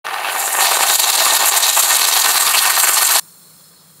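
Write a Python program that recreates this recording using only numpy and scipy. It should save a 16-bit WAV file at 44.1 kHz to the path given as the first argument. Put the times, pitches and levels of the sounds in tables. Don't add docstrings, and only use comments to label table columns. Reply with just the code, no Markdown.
import sys
import numpy as np
from scipy import signal
from scipy.fft import rfft, irfft, next_fast_len
from scipy.io import wavfile
from scipy.ndimage import uniform_filter1d, minimum_filter1d

SR = 44100
rng = np.random.default_rng(int(sys.argv[2]) if len(sys.argv) > 2 else 0)


def store_wav(level_fs):
    pcm = np.round(np.clip(np.atleast_2d(level_fs), -1, 1) * 32767)
    wavfile.write(sys.argv[1], SR, pcm.T.astype(np.int16))


N = 176400
T = np.arange(N) / SR
POT_START_S, POT_END_S = 0.0425, 3.199

# time in seconds, level in dB.
HUM_RIDE = [(0, -64), (2, -66), (2.65, -54), (2.9, -60.5), (4, -60.5)]
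# frequency in Hz, relative level in dB.
ROOM_EQ = [(20, -22), (50, -15), (100, 0), (200, -1), (1000, -19), (16000, -17)]

# time in seconds, then splash, glass ring and foam fizz in dB.
POUR_RIDES = [(3.2, -54, -51, -40), (3.35, -57, -53, -43), (3.5, -55.5, -51.5, -44), (3.65, -56, -53, -44),
              (3.8, -55.5, -53.5, -48.5), (4, -58, -56, -45)]
# frequency in Hz, relative level in dB.
SPLASH_EQ = [(30, -24), (100, -14), (200, -5), (450, 1), (750, -3.5), (1200, 2), (1700, -5), (2200, -10),
             (3000, -12), (6000, -27), (16000, -44)]
FIZZ_EQ = [(30, -40), (2500, -20), (4800, -21), (6000, -8.5), (6750, -6.5), (7350, -1.5), (7850, -6),
           (8300, 0), (8800, -2.5), (10300, -2.5), (11200, -5), (14000, -5), (15500, -1.5)]
# first pitch in Hz, last pitch in Hz, nominal width in Hz, relative dB.
GLASS_MODES = [(3510, 3300, 77, -9), (4100, 4000, 200, -7), (4300, 4250, 86, -0.5), (5330, 5100, 190, -7)]
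# frequency in Hz, width in Hz, gain in dB.
GLASS_SHEEN = [(7060, 70, 3), (7450, 180, 3), (8340, 170, 3), (9250, 110, 3), (10400, 180, 4),
               (11850, 110, 4), (13400, 130, 3)]
# pitch in Hz, nominal width in Hz, level in dB.
STREAM_DRONE = (170.4, 13.5, -59)
# start in seconds, level in dB.
FOAM_SNAPS = [(3.524, -37), (3.584, -36), (3.746, -33), (3.903, -38)]

# time in seconds, then bubbling, rush and hiss in relative dB.
FLOW_RIDES = [(.05, -25.5, -38.5, -49), (.2, -23, -36, -40.5), (.29, -22.5, -31, -37),
              (.38, -22, -32, -22.5), (.5, -24.5, -30, -22), (.59, -18.5, -36, -22),
              (.615, -16, -16, -17.5), (.72, -20, -21, -19), (.9, -20, -20, -16), (1.1, -22, -19, -17.5),
              (1.3, -20, -17.5, -18.5), (1.46, -19, -20.5, -19), (1.68, -22, -19.5, -16.5),
              (1.85, -20, -20.5, -15), (2.03, -20, -17.5, -18), (2.35, -21.5, -20, -16),
              (2.7, -19, -19, -19), (2.92, -23.5, -20, -18), (3.19, -21.5, -17.5, -15.5)]
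# start in seconds, an unused peak in dB, then bubbling, rush
# and hiss in dB before the trims.
STEAM_SPURTS = [(0.656, -4, -15.5, -20.5, -19), (0.829, 3, -19.5, -21.5, -24), (0.894, 1, -12, -13, -14.5),
                (0.946, 5, -26.5, -10, -4.5), (0.993, -2, -18, -11, -9.5), (1.032, 1, -22, -7.5, -14.5),
                (1.09, 1, -13, -12, -8), (1.144, 0, -17, -12, -9.5), (1.194, 1, -15, -14, -16.5),
                (1.244, 0, -24, -16, -10), (1.329, 0, -20.5, -21, -12.5), (1.362, -2, -18, -11.5, -2.5),
                (1.461, 0, -26, -34.5, -6), (1.486, 1, -19.5, -22, -4), (1.571, 0, -9.5, -14, -3),
                (1.626, -17, -21.5, -11, -30.5), (1.691, 2, -17, -8, -7.5), (1.768, 0, -9, -25.5, -22),
                (1.796, -2, -20.5, -22.5, -6), (1.828, 1, -17, -10, -10), (1.902, 0, -13.5, -14.5, -21),
                (1.956, 0, -27.5, -10, -6.5), (2.037, 0, -14.5, -12, -14), (2.086, 0, -32.5, -18, -5.5),
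                (2.121, -1, -33, -6.5, -17), (2.166, 0, -10.5, -10.5, -11.5), (2.206, 0, -30, -20, -12.5),
                (2.246, 1, -9, -9, -12.5), (2.292, 0, -13.5, -12.5, -9.5), (2.365, 0, -18.5, -11.5, -11),
                (2.422, 1, -22.5, -15.5, -12.5), (2.464, 0, -27, -11.5, -15.5), (2.54, 0, -9, -14, -11.5),
                (2.579, 1, -25, -9.5, -7.5), (2.66, 2, -11.5, -26, -7), (2.703, -1, -15, -14, -6.5),
                (2.765, 0, -16, -12.5, -19), (2.792, 2, -18, -11, -6), (2.83, 2, -12.5, -28, -5.5),
                (2.884, 0, -11.5, -19, -6.5), (2.973, -1, -13, -9.5, -11), (3.017, 0, -7, -20, -9),
                (3.114, -3, -13, -33, -9), (3.16, 0, -16, -8, -9.5)]
# bubbling, rush and hiss in dB.
SPURT_TRIMS = [-4.5, -3, -6]
# centre in seconds, length in seconds, depth in dB.
LEVEL_DIPS = [(0.783, .013, 9.5), (0.857, 0.017, 5.5), (0.978, 0.02, 12), (1.054, 0.012, 3),
              (1.113, 0.013, 7.5), (1.166, 0.014, 6.5), (1.382, 0.023, 7), (1.504, 0.014, 10.5),
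              (1.621, .014, 4.5), (1.72, 0.0062, 10), (1.75, 0.027, 2.5), (1.817, 0.011, 9.5),
              (1.872, 0.016, 6), (2.108, 0.03, 6), (2.238, 0.03, 2), (2.283, .01, 1), (2.392, 0.011, 5.5),
              (2.44, 0.009, 7), (2.531, 0.011, 9.5), (2.602, 0.01, 4), (2.747, 0.0099, 3),
              (2.818, 0.012, 4.5), (3.04, 0.019, 4.5), (3.175, 0.0056, 7)]
# time in seconds, level in dB.
SIZZLE_RIDE = [(.05, -42), (.15, -38), (.29, -34), (.32, -27), (.42, -32), (.54, -29), (.64, -22),
               (.74, -34), (.9, -28), (1.3, -40), (3.2, -40)]
# frequency in Hz, relative level in dB.
BUBBLING_EQ = [(30, -76), (100, -37), (250, -12), (400, -8.5), (560, -13.5), (680, -2), (1000, -2.5),
               (1400, -3.5), (2000, -5), (2700, -4), (4500, -15), (5600, -36), (16000, -61)]
RUSH_EQ = [(30, -53), (500, -22.5), (1500, -21.5), (2600, -9.5), (3300, -6), (4000, 0.5), (4500, -0.5),
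           (5200, -8.5), (6200, -8.5), (8000, -17), (16000, -25.5)]
HISS_EQ = [(30, -50), (2000, -37.5), (5200, -12.5), (6400, -5.5), (7300, 2.5), (8500, -1), (9900, -6),
           (11500, -1), (13000, -7.5), (15500, -12)]
SIZZLE_EQ = [(30, -58), (5000, -33), (7800, -12), (9200, 1), (11000, 1), (12000, -7), (13500, 0),
             (15500, -9.5)]
# frequency in Hz, width in Hz, gain in dB.
SPOUT_MODES = [(3830, 470, 2), (4280, 150, -1)]
# time in seconds, pitch in Hz.
CAVITY_PITCH = [(0, 810), (.8, 804), (1.3, 920), (2.2, 1040), (2.7, 1110), (3.2, 1010)]
# start in seconds, relative level in dB, pitch in Hz.
BUBBLE_POPS = [(0.0667, -6, 1320), (0.0867, -9, 1330), (0.1429, -7, 1230), (.2465, -6, 1250),
               (0.2864, -5.5, 1440), (.351, -10, 1100), (0.362, -7, 1200), (.478, -4, 1440),
               (0.552, -5.5, 1680), (.588, -4, 1010), (0.722, -2.5, 1030), (.771, -2.5, 990),
               (.808, -1, 910), (.837, -1.5, 1100), (.903, -8, 1100), (1.042, -3, 1060), (1.184, -4, 950),
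               (1.265, -2, 1080), (1.444, -1, 1040), (1.801, 0.5, 1150), (2.031, -8, 980), (2.357, 0, 1150),
               (2.473, -5.5, 1110), (2.65, -8.5, 1320), (2.768, -11, 1140), (2.887, -15, 900)]
# centre in seconds, length in seconds, pitch in Hz, level in dB.
STEAM_GURGLES = [(0.28, 0.053, 2750, -26), (0.833, 0.013, 2500, -25), (1.282, 0.06, 1110, -22.5),
                 (1.368, 0.014, 1450, -20), (1.455, 0.016, 2570, -22), (1.635, 0.021, 5760, -20),
                 (1.643, .025, 3900, -15.5), (2.549, 0.02, 2660, -16), (2.587, 0.018, 3500, -24),
                 (2.657, 0.018, 1550, -28), (2.652, 0.018, 2580, -22.5), (2.707, 0.015, 1850, -20)]
# frequency in Hz, width in Hz, gain in dB.
CHAMBER_MODES = [(452, 20, 6), (689.6, 25, 3.5), (804, 28, 0), (960, 32, 3.5), (1163, 49, 2), (1513, 17, 6),
                 (1560, 20, 0.5), (1822, 82, 8), (2223, 84, 3.5), (2688, 165, 4), (3160, 130, 2),
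                 (4190, 43, 0.5), (4450, 73, 1.5), (5500, 48, -7), (6800, 40, 2)]
# frequency in Hz, width in Hz, gain in dB when full.
FULL_CHAMBER_EQ = [(560, 300, -5), (1250, 400, 1.5), (3770, 600, -6), (7030, 500, -4), (8600, 420, 1.5),
                   (13200, 1100, 4.5)]
# frequency in Hz, width in Hz, gain in dB.
MIC_NOTCH = [(7845, 130, -16)]


def from_db(db):
    return 10 ** (np.asarray(db) / 20)


def rms_one(x):
    return x / np.sqrt(np.mean(x ** 2) + 1e-20)


def faders(rows):
    times, *columns = np.transpose(rows)
    return [from_db(np.interp(T, times, db)) for db in columns]


def drift(hz):
    r = np.exp(-2 * np.pi * hz / SR)
    return rms_one(signal.lfilter([1], [1, -2 * r, r * r], rng.standard_normal(N + SR))[SR:])


def grains(per_s=5000, spread_db=4.5):
    sizes = from_db(spread_db * np.minimum(rng.exponential(1, N), 4)) * rng.choice([-1, 1], N)
    return rms_one(sizes * (rng.random(N) < per_s / SR))


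def equalise(x, eq):
    size = next_fast_len(N + SR)
    hz, db = np.transpose(eq)
    bins_hz = np.maximum(np.fft.rfftfreq(size, 1 / SR), 1)
    gain = from_db(np.interp(np.log(bins_hz), np.log(hz), db))
    cepstrum = irfft(np.log(gain), size)
    cepstrum[1:size // 2] *= 2
    cepstrum[size // 2 + 1:] = 0
    return rms_one(irfft(rfft(x, size) * np.exp(rfft(cepstrum)), size)[:N])


def resonator(hz, width_hz):
    r = np.exp(-np.pi * width_hz / SR)
    return np.array([1, 0, -1]) * (1 - r * r) / 2, [1, -2 * r * np.cos(2 * np.pi * hz / SR), r * r]


def resonate(x, hz, width_hz):
    return signal.lfilter(*resonator(hz, width_hz), x + 1e-18)


def steep_band(x, hz, width_hz):
    return rms_one(resonate(resonate(x, hz, 2 * width_hz), hz, 2 * width_hz))


def glide(x, path, width_hz, block=512):
    out, state = np.zeros(N), np.zeros(2)
    centre_hz = np.interp(T, *np.transpose(path))
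    for i in range(0, N, block):
        b, a = resonator(centre_hz[i], width_hz)
        out[i:i + block], state = signal.lfilter(b, a, x[i:i + block], zi=state)
    return out


def through(x, bands):
    for hz, width_hz, db in bands:
        x = x + (from_db(db) - 1) * resonate(x, hz, width_hz)
    return x


def jet(eq, flutter_db, spatter_db):
    spray = rng.standard_normal(N) + from_db(spatter_db) * grains()
    return equalise(spray * from_db(flutter_db), eq)


def kitchen(hum_hz=151, room_db=-58.5):
    level, = faders(HUM_RIDE)
    phase = 2 * np.pi * np.cumsum(hum_hz + 1.5 * drift(3.5)) / SR
    hum = np.sqrt(2) * np.sin(phase) * level * from_db(2 * drift(1.3))
    return hum + from_db(room_db) * equalise(rng.standard_normal(N), ROOM_EQ)


def foam_ticks(decay_s=.0003):
    envelope = sum(from_db(db) * np.exp(-np.abs(T - s) / decay_s) * (T >= s) for s, db in FOAM_SNAPS)
    return envelope * equalise(rng.standard_normal(N), FIZZ_EQ)


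def glass_ring(waver_db=1.5):
    patter = rng.standard_normal(N) + grains(per_s=3000, spread_db=2.7)
    ring = 0
    for first_hz, last_hz, width_hz, db in GLASS_MODES:
        path = [(POT_END_S, first_hz), (T[-1], last_hz)]
        mode = glide(glide(patter, path, 2 * width_hz), path, 2 * width_hz)
        ring = ring + from_db(db + waver_db * drift(14)) * mode
    return rms_one(ring)


def pour():
    splash_level, ring_level, fizz_level = faders(POUR_RIDES)
    ring = glass_ring()
    hz, width_hz, db = STREAM_DRONE
    drone = from_db(db) * steep_band(rng.standard_normal(N), hz, width_hz)
    splash = jet(SPLASH_EQ, .8 * drift(25), spatter_db=-7)
    fizz = rms_one(through(jet(FIZZ_EQ, .5 * drift(40), spatter_db=-8), GLASS_SHEEN))
    return splash_level * splash + ring_level * ring + fizz_level * fizz + drone


def reflections(x, wet_db=-9.5, t60_s=.09):
    t = T[:SR // 3]
    tail = rng.standard_normal(len(t)) * np.exp(-np.log(1000) * t / t60_s) * (t > .002)
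    return from_db(wet_db) * signal.fftconvolve(x, tail / np.linalg.norm(tail))[:N]


def chamber(x, fill_from_s=1.74, full_at_s=2.86):
    fullness = np.clip((T - fill_from_s) / (full_at_s - fill_from_s), 0, 1)
    filling = [(hz, width_hz, db * fullness) for hz, width_hz, db in FULL_CHAMBER_EQ]
    return through(through(x, CHAMBER_MODES), filling)


def sizzle():
    level, = faders(SIZZLE_RIDE)
    return level * jet(SIZZLE_EQ, 1.5 * drift(80), spatter_db=-2)


def gurgles(q=6.4):
    froth = grains()
    out = np.zeros(N)
    for centre_s, length_s, hz, db in STEAM_GURGLES:
        swell = np.exp(-2 * ((T - centre_s) / length_s) ** 2)
        out += from_db(db) * swell * steep_band(froth, hz, hz / q)
    return out


def pops(trim_db=-2.5, t60_cycles=11.4, snap_db=-2, snap_s=.0016):
    out, t = np.zeros(N + SR), T[:SR // 20]
    for start_s, db, hz in BUBBLE_POPS:
        ring = np.sin(2 * np.pi * hz * t) * np.exp(-np.log(1000) * t * hz / t60_cycles)
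        snap = from_db(snap_db) * rng.standard_normal(len(t)) * np.exp(-t / snap_s)
        i = int(start_s * SR)
        out[i:i + len(t)] += from_db(db + trim_db) * (ring + snap)
    return signal.sosfilt(signal.butter(2, [420, 4500], "band", fs=SR, output="sos"), out[:N])


def flow_levels(crest_after_s=.013, swell_s=.015, fall_s=.0045):
    power = np.array(faders(FLOW_RIDES)) ** 2
    for start_s, _, *layer_db in STEAM_SPURTS:
        t = T - start_s - crest_after_s
        surge = np.exp(-(t / np.where(t < 0, swell_s, fall_s)) ** 2)
        power += from_db(np.array(layer_db) + SPURT_TRIMS)[:, None] ** 2 * surge
    dip_db = sum(db * np.exp(-(2 * (T - s) / length_s) ** 2) for s, length_s, db in LEVEL_DIPS)
    return np.sqrt(power) * from_db(-dip_db)


def spitting(per_s=70, collapse_s=.00061):
    collapses = np.cumsum(rng.gamma(3, 1 / (3 * per_s), 2000)) - 1
    sawtooth = np.interp(T, collapses, np.arange(len(collapses))) % 1 - .5
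    r = np.exp(-1 / (collapse_s * SR))
    return rms_one(signal.lfilter([1 - r], [1, -r], sawtooth))


def bubbling(ring_cycles=5.05, froth_db=-4, flutter_db=2, cavity_db=4.5):
    clicks = grains(per_s=2200, spread_db=2)
    pitches = np.geomspace(500, 3500, 20)
    pitch_index = rng.integers(0, len(pitches), N)
    rings = sum(resonate(clicks * (pitch_index == k), hz, 2 * hz / ring_cycles) / np.sqrt(hz)
                for k, hz in enumerate(pitches))
    bursts = rms_one(rings) + from_db(froth_db) * grains()
    boil = equalise(bursts * from_db(flutter_db * drift(70)), BUBBLING_EQ)
    return rms_one(boil + (from_db(cavity_db) - 1) * glide(boil, CAVITY_PITCH, width_hz=390))


def spout_rush(pressure):
    rush = jet(RUSH_EQ, 1.5 * pressure + 1.76 * drift(79), spatter_db=0)
    return rms_one(through(rush, SPOUT_MODES))


def steam_hiss(pressure, film_db=2, film_rate_hz=22.2, film_width_hz=1230):
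    hiss = jet(HISS_EQ, 2 * pressure + .87 * drift(150), spatter_db=-4)
    film = [(hz, film_width_hz, film_db * drift(film_rate_hz)) for hz in np.geomspace(5800, 14000, 8)]
    return rms_one(through(hiss, film))


def moka_pot(bubbling_db=-2, rush_db=-1, hiss_db=.5):
    bubbling_level, rush_level, hiss_level = flow_levels()
    pressure = spitting()
    coffee = from_db(bubbling_db + pressure) * bubbling_level * bubbling()
    rush = from_db(rush_db) * rush_level * spout_rush(pressure)
    hiss = from_db(hiss_db) * hiss_level * steam_hiss(pressure)
    pot = chamber(coffee + rush + hiss + sizzle() + pops() + gurgles())
    return pot + reflections(pot)


def scene(fade_in_s=.0086, crossfade_s=.003):
    fade_in = np.clip((T - POT_START_S) / fade_in_s, 0, 1)
    to_pour = np.clip((T - POT_END_S) / crossfade_s + 1, 0, 1)
    mix = moka_pot() * (1 - to_pour) + (pour() + foam_ticks()) * to_pour + kitchen()
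    return (fade_in * mix)[None]


def record(dry, threshold=.91, attack_s=.00078, release_db_per_s=183, cutoff_hz=15700):
    notched = through(dry, MIC_NOTCH)
    over_db = 20 * np.log10(np.maximum(np.abs(notched[0]) / threshold, 1))
    release_db = release_db_per_s * T
    held_db = np.maximum.accumulate(over_db + release_db) - release_db
    window = int(attack_s * SR)
    gain = from_db(uniform_filter1d(minimum_filter1d(-held_db, window), window))
    high_cut = signal.ellip(12, .05, 60, cutoff_hz, fs=SR, output="sos")
    return signal.sosfiltfilt(high_cut, notched * gain)


dry = scene()
out = record(dry)
store_wav(out)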